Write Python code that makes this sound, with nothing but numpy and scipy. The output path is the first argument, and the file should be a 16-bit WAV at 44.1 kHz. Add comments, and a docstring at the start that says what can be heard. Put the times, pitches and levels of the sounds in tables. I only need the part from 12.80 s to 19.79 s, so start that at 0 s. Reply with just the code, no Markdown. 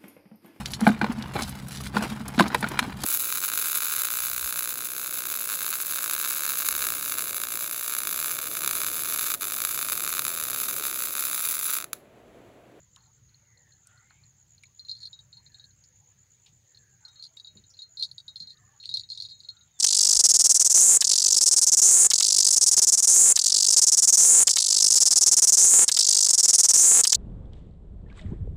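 """Two small pellet bells on a fishing line jingle in bursts as the line is twitched.
Each contact adds a skipping metal clack and a ring of four shell modes, whose two lower ones
are damped by the next contact while the overtones ring on. Gliding sines make cricket chirps and
an insect trill, noise puffs make dry reed ticks, and rising sine bubbles make lapping ripples.
Shaped noise gives open air, rustle and a low rumble, with faint whistles and one bird note far off."""
import sys
import numpy as np
from scipy import signal
from scipy.fft import rfft, irfft, next_fast_len
from scipy.io import wavfile
from scipy.ndimage import map_coordinates

SR = 44100
rng = np.random.default_rng(int(sys.argv[2]) if len(sys.argv) > 2 else 0)


def wav_record(signal):
    """Record a signal, one row per channel, as 16-bit PCM in the file named by sys.argv[1]."""
    frames = np.transpose(np.atleast_2d(signal))
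    bounded = np.clip(frames, -1, 1)
    # unit amplitude maps onto the largest positive 16-bit level
    quanta = np.round(bounded * 32767).astype(np.int16)
    wavfile.write(sys.argv[1], SR, quanta)


N = 308259
TIME = np.arange(N) / SR


def from_db(db):
    """Decibels to gain."""
    return 10 ** (np.asarray(db) / 20)


def rms_one(x):
    """Scale to unit rms."""
    return x / np.sqrt(np.mean(x ** 2) + 1e-20)


def add(out, start_s, sound):
    """Mix a sound in at its start time."""
    at = min(max(round(start_s * SR), 0), N)
    out[at:at + len(sound)] += sound[:N - at]


def seconds(length_s):
    """Time axis of a short sound."""
    return np.arange(max(int(length_s * SR), 8)) / SR


def dying(t, t60):
    """Exponential decay that falls 60 dB in t60 seconds."""
    return np.exp(-np.log(1000) * t / max(t60, 1e-3))


def tone(hz):
    """A sine that follows a pitch curve from a random phase."""
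    return np.sin(2 * np.pi * (np.cumsum(hz) / SR + rng.random()))


def drift(rate_hz, size=N):
    """Random curve: straight lines between normal draws at rate_hz."""
    knots = np.arange(size) / SR * rate_hz
    return map_coordinates(rng.standard_normal(int(knots[-1]) + 2), [knots], order=1)


def band(x, low_hz, high_hz):
    """Causal band-pass."""
    edges = [low_hz, min(high_hz, .45 * SR)]
    return signal.sosfilt(signal.butter(2, edges, "band", fs=SR, output="sos"), x)


def octave_noise(size, hz, octaves):
    """Unit-rms noise in a band given by centre and width in octaves."""
    half = 2 ** (octaves / 2)
    return rms_one(band(rng.standard_normal(size), hz / half, hz * half))


def resonate(x, hz, width_hz):
    """One resonance with gain 1 on top."""
    r = np.exp(-np.pi * width_hz / SR)
    poles = [1, -2 * r * np.cos(2 * np.pi * hz / SR), r * r]
    return signal.lfilter(np.array([1, 0, -1]) * (1 - r * r) / 2, poles, x)


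def coloured_noise(spectrum):
    """Noise of unit rms with a given spectrum."""
    hz, db = np.transpose(spectrum)
    size = next_fast_len(N)
    bins = np.maximum(np.fft.rfftfreq(size, 1 / SR), 1)
    gain = from_db(np.interp(np.log(bins), np.log(hz), db))
    return rms_one(irfft(rfft(rng.standard_normal(size)) * gain, size)[:N])


# colour of the open air over the water: (f/Hz, relative level/dB)
AIR_SPECTRUM = [(160, -51), (280, -7), (830, -17), (1290, -28.5), (1900, -11.5), (2990, -21.5),
                (3910, -12.5), (4330, -10), (4700, -12), (5660, -15.5), (6810, 5.5), (7530, -17.5),
                (8470, -22.5), (15500, -25.5)]
# colour of the low rumble: (f/Hz, relative level/dB)
RUMBLE_SPECTRUM = [(13, -46.5), (22, -25), (27, -15), (49, -15), (108, 3.5), (136, 1), (249, -19),
                   (400, -29.5), (520, -38), (880, -120)]
# swell of the rumble, before its trim and lumps: (t/s, level/dB)
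RUMBLE_SWELL = [(0.05, -64.5), (1.25, -69), (1.42, -63.5), (1.88, -69.5), (2.15, -63), (3.64, -69.5),
                (3.75, -62.5), (3.92, -76.5), (3.96, -65.5), (4.55, -73), (4.78, -59), (4.89, -70),
                (5.74, -64.5), (6.04, -73.5), (6.1, -63), (6.9, -70)]
# low hum within the rumble: (mean f/Hz, median sine peak/dB against the rumble's rms)
RUMBLE_HUM = [(64, -8), (97, -4)]


def background(air_db=-70, air_flicker_db=0.5, rumble_trim_db=-0.5, hum_waver=0.034):
    """Soft noise hiss of open air over a lumpy noise rumble with wavering sine hums."""
    air = from_db(air_db + air_flicker_db * drift(12)) * coloured_noise(AIR_SPECTRUM)
    hum = sum(from_db(db + 1.3 * drift(41)) * tone(hz * (1 + hum_waver * drift(36)))
              for hz, db in RUMBLE_HUM)
    lumps_db = 2.2 * drift(15)
    rumble_db = np.interp(TIME, *np.transpose(RUMBLE_SWELL)) + rumble_trim_db + lumps_db
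    return air + from_db(rumble_db) * (coloured_noise(RUMBLE_SPECTRUM) + hum)


# uneven rustle of reeds farther along the bank: (band centre f/Hz, median level/dB)
RUSTLE_BANDS = [(420, -93.5), (560, -92), (850, -88.5), (1150, -93), (1500, -86.5), (1950, -86.5),
                (2600, -87.5), (3400, -86)]


def far_rustle(slow_db=4, slow_hz=9, fast_db=3, fast_hz=35, octaves=0.43):
    """Each noise band of the rustle swells and flutters on its own."""
    out = np.zeros(N)
    for hz, db in RUSTLE_BANDS:
        level_db = db + slow_db * drift(slow_hz) + fast_db * drift(fast_hz)
        out += from_db(level_db) * octave_noise(N, hz, octaves)
    return out


# overlapping runs of a few high and low crickets:
# (first chirp t/s, last chirp t/s, first f/Hz, last f/Hz, level/dB before level_db)
CRICKET_RUNS = [(0, 0.333, 7320, 7310, -67.5), (0.776, 1.677, 7140, 7410, -68),
                (1.965, 2.959, 7150, 7340, -67), (3.042, 3.731, 6970, 7100, -64.5),
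                (3.877, 4.533, 7300, 7310, -66), (4.638, 5.089, 6970, 6980, -62.5),
                (5.143, 5.79, 7280, 7350, -68), (5.847, 6.407, 6920, 6980, -65),
                (6.501, 6.938, 7350, 7300, -67), (0.949, 1.411, 7100, 7180, -69.5),
                (0, 0.131, 6850, 6930, -64), (0.315, 0.906, 6590, 6640, -65),
                (1.462, 2.306, 6750, 6850, -62), (2.652, 3.243, 6690, 6590, -63.5),
                (3.874, 4.459, 6620, 6600, -64.5), (4.99, 5.581, 6750, 6670, -62),
                (6.19, 6.79, 6780, 6640, -61.5)]


def crickets(level_db=5.0, chirp_gap_s=.115, stroke_hz=72, sweep=0.081, duty=0.71, uneven_db=-0.87,
             wander=0.0027, scatter_db=-8, scatter_t60=0.044, strokes=4):
    """Even chirps creep in pitch; each is four falling wing strokes, scattered by the reeds."""
    out = np.zeros(N)
    t = seconds(duty / stroke_hz)
    through = t / t[-1]
    for first, last, first_hz, last_hz, db in CRICKET_RUNS:
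        chirps = round((last - first) / chirp_gap_s) + 1
        times, pitches = np.linspace(first, last, chirps), np.linspace(first_hz, last_hz, chirps)
        for start, hz in zip(times, pitches):
            pitch = hz * (1 + wander * rng.normal() + sweep * (.5 - through))
            for k in range(strokes):
                gain = from_db(db + level_db + uneven_db * rng.normal())
                add(out, start + k / stroke_hz, gain * tone(pitch) * np.sin(np.pi * through))
    t = seconds(.1)
    echoes = rng.standard_normal(len(t)) * dying(t, scatter_t60)
    scatter = signal.fftconvolve(out, echoes / np.linalg.norm(echoes))[:N]
    return out + from_db(scatter_db) * scatter


# shimmer of farther insects: (f/Hz, width/Hz, median level/dB)
INSECT_CHORUS = [(6550, 350, -76.5), (6980, 290, -87)]
# thin insect trill: (start t/s, end t/s)
INSECT_TRILLS = [(.95, 1.3), (3.35, 3.9), (6.0, 6.75)]


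def far_insects(flutter_db=6.0, trill_hz=7950, trill_db=-78.5, pulse_hz=60):
    """Distant singers blur into noise bands; a thin pulsed sine trill swells and fades."""
    out = np.zeros(N)
    for hz, width, db in INSECT_CHORUS:
        blur = rms_one(band(rng.standard_normal(N), hz - width / 2, hz + width / 2))
        out += from_db(db + flutter_db * drift(130)) * blur
    for start, end in INSECT_TRILLS:
        t = seconds(end - start)
        stroke = t * pulse_hz % 1
        # pulses tend to fall in pitch, with a random wander
        pitch = trill_hz * (1 + .03 * (.5 - stroke) + .005 * drift(pulse_hz, len(stroke)))
        swell = np.sqrt(np.abs(np.sin(np.pi * t / t[-1])))
        add(out, start, from_db(trill_db) * swell * np.sin(np.pi * stroke) ** 2 * tone(pitch))
    return out


def bubble(hz):
    """A tiny bubble rings briefly and rises in pitch."""
    t = seconds(110 / hz)
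    attack = np.minimum(t * hz / 10, 1)
    return tone(hz * (1 + .06 * t / t[-1])) * dying(t, t[-1]) * attack


def ripples(floor_db=-74.0, count=240):
    """Wavelets lap the bank: scattered bubbles of many sizes, a few of them louder."""
    out = np.zeros(N)
    for when, size, chance in rng.random((count, 3)):
        hz = 480 + 2900 * size ** 1.1
        boost_db = -2.2 * np.log(chance + .03)
        add(out, when * N / SR, from_db(floor_db + boost_db) * bubble(hz))
    return out


def burst(db, hz, octaves, t60):
    """A dying puff of noise in one band."""
    t = seconds(.3)
    return from_db(db) * octave_noise(len(t), hz, octaves) * dying(t, t60)


# dry ticks of reeds and line: (t/s, level before decay/dB, centre f/Hz, width/octaves, t60/s)
REED_TICKS = [(0.161, -44.5, 3500, 0.53, 0.012), (0.162, -60, 1140, 0.64, 0.18),
              (1.071, -41.5, 8500, 0.24, 0.0091), (1.307, -57.5, 1470, 0.95, 0.08),
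              (1.835, -47, 3130, 1.15, 0.018), (1.836, -49.5, 2280, 0.22, 0.045),
              (3.039, -54.5, 4940, .28, 0.058), (3.662, -56.5, 3500, 0.91, 0.14),
              (4.283, -57, 5440, 0.69, 0.057), (4.568, -51.5, 4480, 1.5, 0.024),
              (4.901, -53, 5460, 0.2, 0.13), (6.036, -51.5, 3200, .58, .1)]
# soft bumps on the bank: (t/s, level before decay/dB, centre f/Hz, width/octaves, t60/s)
BANK_BUMPS = [(4.754, -54, 182, 1.2, 0.23), (5.602, -56, 180, 0.64, 0.24)]


def reeds(crack_db=-9, crack_hz=7000, crack_octaves=0.7, crack_t60=0.021):
    """Dry noise ticks, each a bright crack over its own band, and soft low bumps."""
    out = np.zeros(N)
    for start, db, hz, octaves, t60 in REED_TICKS:
        add(out, start, burst(db, hz, octaves, t60))
        add(out, start, burst(db + crack_db, crack_hz, crack_octaves, crack_t60))
    for start, db, hz, octaves, t60 in BANK_BUMPS:
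        add(out, start, burst(db, hz, octaves, t60))
    return out


# bigger wavelets that patter: (start t/s, end t/s, middle bubble f/Hz, middle level/dB)
WAVELETS = [(0.161, 0.299, 1237, -68.5), (1.07, 1.299, 1223, -69), (4.204, 4.416, 1355, -69),
            (5.754, 5.981, 1194, -66)]


def laps(spread_octaves=0.81, spread_db=3, count=22):
    """Each bigger wavelet sheds a quick cluster of bubbles."""
    out = np.zeros(N)
    for start, end, hz, db in WAVELETS:
        for when in np.linspace(start, end, count):
            size, strength, late = rng.uniform(-1, 1, 3)
            drop = from_db(db + spread_db * strength) * bubble(hz * 2 ** (spread_octaves * size))
            add(out, when + late * (end - start) / count, drop)
    return out


# damped resonances of a shell with the pellet on it, before load shift and scatter:
# (f/Hz, width/Hz, relative level/dB)
LOADED_SHELL = [(3700, 270, -1.5), (3987, 79, -5.5), (4168, 117, 6), (4437, 213, 12), (4657, 157, 7),
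                (5026, 530, -5.5), (5130, 640, -22), (6550, 160, -43), (7650, 45, -20), (8750, 23, -30),
                (10850, 89, -32.5)]


def clatter(top_hz, bounce_s=.0016, fade_s=0.055, skip=0.38, load_shift=0.049, lowest_hz=3250,
            snap_db=-37, snap_hz=9000, count=12):
    """The pellet lands, then skips in quick, weakening bounces; energy of 10 ms at rms 1."""
    t = seconds(.05)
    when = np.r_[0, np.cumsum(bounce_s * rng.uniform(.3, 1.7, count))]
    clicks = np.zeros(len(t))
    places = np.minimum(when * SR, len(t) - 1).astype(int)
    clicks[places] = dying(when, 2 * fade_s) * np.r_[1, rng.laplace(0, skip, count)]
    # each landing place loads the shell differently and favours other resonances
    shell = np.zeros(len(t))
    for k, (hz, width, db) in enumerate(LOADED_SHELL):
        gain = (-1) ** k * from_db(db + rng.normal())
        shifted_hz = hz * (1 + load_shift * (2 * rng.random() - 1))
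        shell += gain * resonate(clicks, shifted_hz, width)
    # so small a shell radiates little outside the span of its modes, save a thin metal snap
    shell = signal.sosfilt(signal.butter(6, [lowest_hz, top_hz], "band", fs=SR, output="sos"), shell)
    shell = rms_one(shell) + from_db(snap_db) * rms_one(band(clicks, snap_hz, SR / 2))
    return shell / np.sqrt(np.sum(shell ** 2) / (SR / 100))


# shell modes of each bell, before detune: (low f/Hz, main f/Hz, upper f/Hz, top f/Hz)
BELL_MODES = [(3827, 4225, 8400, 10425), (3818, 4180, 9150, 10320)]
# middle overtone levels against the stronger of the two lowest modes: (upper level/dB, top level/dB)
OVERTONES = [-33.5, -37.5]
# clack against the ring at a medium blow, and its growth in dB per dB of force
MEDIUM_BLOW_DB, CLACK_DB, CLACK_GROWTH = -35, -14.5, 0.2
# a pellet that stays on the shell chokes the ring and clacks more: dB per halving of a usual t60
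CHOKE_DB, USUAL_T60_S = 0.5, 0.059
# a harder blow is a shorter contact: top of the clack at a medium blow, and its rise with force
CLACK_TOP_HZ, TOP_OCTAVES_PER_DB = 8300, .025


def strike(bell, db, low_db, t60, free_s, glance_db, attack_s=0.00088, damp_t60=0.0033, detune=0.0025,
           kick=0.36, kick_t60=0.027, overtone_spread_db=7, overtone_t60=0.079):
    """The pellet damps the two lower shell modes after free_s; harder blows clack more."""
    t = seconds(.2)
    hz = np.array(BELL_MODES[int(bell > .5)]) * (1 + detune * rng.normal())
    attack = 1 - np.exp(-(t / attack_s) ** 2)
    modes = np.sin(2 * np.pi * (hz[:, None] * t + rng.random((len(hz), 1)))) * attack
    shares = np.array([from_db(low_db), 1]) / np.hypot(from_db(low_db), 1)
    damping = dying(np.maximum(t - free_s, 0), damp_t60)
    body = shares @ modes[:2] * dying(t, t60) * damping
    # the ring drops quickly while the pellet still touches the shell
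    body = body * (1 + kick * dying(t, kick_t60)) / (1 + kick / 4)
    # the overtones vary with the landing place and ring on through later contacts
    overtone_db = np.array(OVERTONES) + overtone_spread_db * rng.uniform(-1, 1, 2)
    shimmer = from_db(overtone_db) @ modes[2:] * dying(t, overtone_t60)
    force_db = db - MEDIUM_BLOW_DB
    top_hz = np.clip(CLACK_TOP_HZ * 2 ** (TOP_OCTAVES_PER_DB * force_db), SR / 8, SR / 3)
    choke_db = CHOKE_DB * np.log2(USUAL_T60_S / t60)
    clack = from_db(CLACK_DB + CLACK_GROWTH * force_db + choke_db + glance_db) * clatter(top_hz)
    sound = body + shares.max() * shimmer
    add(sound, 0, clack)
    return from_db(db) * sound


# light rattling while the line moves: (start t/s, end t/s, contacts, median level/dB)
LIGHT_RATTLES = [(0.175, 0.276, 4, -59.5), (2.143, 2.289, 9, -43), (2.679, 2.953, 4, -56),
                 (4.429, 4.47, 3, -48), (4.921, 5.006, 4, -51), (5.186, 5.299, 6, -49),
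                 (5.566, 5.741, 8, -46), (6.022, 6.215, 12, -43.5), (6.288, 6.52, 15, -41),
                 (6.596, 6.655, 3, -49.5)]


def rattles(t60=0.069, low_db=-17.5, landing_db=7, spread_db=2.5, glancing_db=5):
    """Light glancing contacts, unevenly spaced, on either bell, with extra clack."""
    out = np.zeros(N)
    for start, end, contacts, db in LIGHT_RATTLES:
        gap = (end - start) / round(contacts)
        for k in range(round(contacts)):
            late, bell = rng.random(2)
            force, landing = rng.standard_normal(2)
            low_mode_db = low_db + landing_db * landing
            sound = strike(bell, db + spread_db * force, low_mode_db, t60, gap, glancing_db)
            add(out, start + (k + late) * gap, sound)
    return out


# clear pellet strikes: (t/s, bell 0 or 1, level/dB, low mode against main mode/dB, ring t60/s)
CLEAR_STRIKES = [(.492, 1, -56.5, -15, .02), (.544, 0, -50.5, -29, .03), (0.773, 0, -56, -19, 0.043),
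                 (0.921, 0, -55, -24, 0.083), (1.175, 0, -53, -21, 0.038), (1.303, 0, -56, -26, 0.043),
                 (1.436, 0, -53, -27, 0.047), (1.78, 0, -51.5, -24, 0.036), (1.855, 0, -51.5, -10, 0.032),
                 (1.994, 1, -37, -30, 0.11), (2.049, 1, -44, -18, .13), (2.085, 1, -37.5, -3, 0.13),
                 (2.094, 1, -29, -8, 0.091), (2.113, 1, -28, -16, 0.11), (2.204, 0, -38, -25, 0.11),
                 (2.231, 0, -33, -13, 0.11), (2.254, 1, -32, -24, 0.061), (2.271, 1, -37, -15, 0.032),
                 (2.33, 0, -39, 10, .13), (2.39, 0, -41.5, 13, 0.071), (2.528, 0, -44, -7, .13),
                 (2.569, 0, -43.5, -13, .12), (2.662, 1, -45.5, -6, 0.074), (2.744, 0, -42, -4, 0.078),
                 (2.796, 0, -43, 4, 0.085), (2.841, 0, -43.5, -4, 0.049), (3.947, 0, -46.5, -12, 0.043),
                 (3.972, 0, -45, -18, 0.047), (4.25, 1, -37.5, -22, 0.077), (4.28, 0, -49, 5, .22),
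                 (4.357, 0, -50.5, -4, 0.46), (4.395, 0, -41, -25, 0.21), (4.425, 1, -31.5, -16, 0.02),
                 (4.438, 1, -31, -20, 0.012), (4.452, 1, -34.5, -17, 0.028), (4.571, 0, -36, 13, 0.045),
                 (4.598, 0, -37, 20, 0.051), (4.646, 1, -39, 15, 0.071), (4.671, 0, -40, 4, 0.14),
                 (4.771, 0, -46, 0, 0.092), (4.838, 0, -53, 2, 0.098), (4.99, 0, -38.5, 12, 0.16),
                 (5.019, 1, -34.5, -11, 0.13), (5.171, 0, -34.5, -6, 0.17), (5.195, 1, -27, -20, 0.15),
                 (5.209, 1, -29.5, -22, 0.23), (5.225, 0, -17.5, -3, 0.032), (5.232, 1, -21, 3, 0.04),
                 (5.25, 0, -28, 3, 0.036), (5.313, 1, -33, -19, 0.025), (5.381, 0, -32.5, 8, 0.042),
                 (5.401, 0, -39, 20, 0.033), (5.48, 1, -34.5, 7, 0.12), (5.558, 1, -31.5, -16, 0.066),
                 (5.602, 1, -31.5, -22, .09), (5.621, 1, -35.5, -15, 0.13), (5.672, 1, -40.5, -6, 0.24),
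                 (5.705, 1, -37.5, -6, 0.066), (5.771, 0, -52.5, 10, .04), (6.0, 0, -42, -6.5, 0.16),
                 (6.036, 0, -44, -18, 0.059), (6.056, 0, -27.5, 20, 0.011), (6.091, 0, -27.5, 9, 0.067),
                 (6.113, 1, -33, 14, 0.15), (6.14, 1, -20.5, -16, 0.14), (6.159, 1, -27.5, -10, 0.037),
                 (6.171, 0, -20.5, -2, 0.046), (6.196, 0, -24.5, 11, 0.019), (6.235, 0, -40.5, 4, .1),
                 (6.292, 0, -41, -25, .04), (6.301, 1, -29, -25, 0.065), (6.318, 0, -29.5, -22, 0.14),
                 (6.332, 0, -36, 10, 0.022), (6.375, 0, -30, 11, 0.052), (6.401, 1, -25.5, -34, 0.021),
                 (6.422, 1, -24.5, 1, 0.0085), (6.45, 1, -32.5, 7, 0.073), (6.492, 1, -38.5, -5, 0.063),
                 (6.518, 0, -40, -1.5, 0.21), (6.603, 1, -39, -3, 0.045), (6.647, 0, -40, -4, 0.077),
                 (6.687, 0, -29.5, -9, 0.1), (6.767, 0, -50.5, 6, 0.092), (6.81, 1, -52, 7, 0.12)]


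def bells():
    """Each clear strike damps the two lower modes of the old ring and starts a new one."""
    out = np.zeros(N)
    gaps = np.diff([row[0] for row in CLEAR_STRIKES], append=N / SR)
    for (start, bell, db, low_db, t60), gap in zip(CLEAR_STRIKES, gaps):
        add(out, start, strike(bell, db, low_db, t60, gap, 0))
    return out


# faint breathy whistles: (start t/s, end t/s, first f/Hz, last f/Hz, peak level of the core/dB)
WHISTLE_GLIDES = [(0.578, 1.023, 2300, 1623, -69.5), (1.014, 1.286, 1400, 1450, -66),
                  (1.05, 1.501, 1750, 2510, -70), (2.555, 2.623, 900, 933, -71.5),
                  (2.657, 2.947, 1750, 1605, -70.5), (3.804, 4.292, 1850, 1525, -72.5),
                  (4.198, 4.344, 780, 952, -73.5), (4.214, 4.313, 1550, 1360, -65.5),
                  (5.675, 6.005, 1850, 1720, -70), (6.645, 6.897, 1430, 1408, -71)]
# a small bird's falling, growing note: (t/s, f/Hz, level/dB)
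BIRD_NOTE = [(6.88, 3800, -100), (6.909, 3730, -76), (6.943, 3710, -72), (6.985, 3490, -62.5)]


def far_whistles(waver=0.0516, waver_hz=600, blur=0.0835, blur_db=-2):
    """Glides that swell and fade, each a wavering core in a blurred halo, and one clean bird note."""
    out = np.zeros(N)
    for start, end, first_hz, last_hz, db in WHISTLE_GLIDES:
        size = len(seconds(end - start))
        pitch = np.geomspace(first_hz, last_hz, size)
        core = tone(pitch * (1 + waver * drift(waver_hz, size)))
        halo = tone(pitch * (1 + blur * drift(waver_hz / 2, size))) * drift(waver_hz / 2, size)
        swell = np.sin(np.linspace(0, np.pi, size))
        add(out, start, from_db(db) * swell * (core + from_db(blur_db) * halo))
    t, hz, db = np.transpose(BIRD_NOTE)
    bird = from_db(np.interp(TIME, t, db)) * tone(np.interp(TIME, t, hz))
    return out + bird * (TIME > t[0])


def bank_echo(x, echo_db=-28):
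    """Weak scatter from the ground and the angler: a dying noise tail after 4 ms."""
    t = seconds(.2)
    echoes = rng.standard_normal(len(t)) * dying(t, t[-1]) * (t > .004)
    return x + from_db(echo_db) * signal.fftconvolve(x, echoes / np.linalg.norm(echoes))[:N]


def scene():
    """Bells and reeds close by, with their echo, and the bank around them."""
    far = background() + far_rustle() + crickets() + far_insects()
    far = far + ripples() + laps() + far_whistles()
    near = reeds() + rattles() + bells()
    return (far + bank_echo(near))[None]


def record(dry, cutoff_hz=15700):
    """The microphone has a resonant peak at the top of its range; then a steep cut."""
    bright = dry + 2 * resonate(dry, 15300, 800)
    return signal.sosfilt(signal.ellip(10, .3, 70, cutoff_hz, fs=SR, output="sos"), bright)


dry = scene()
out = record(dry)
wav_record(out)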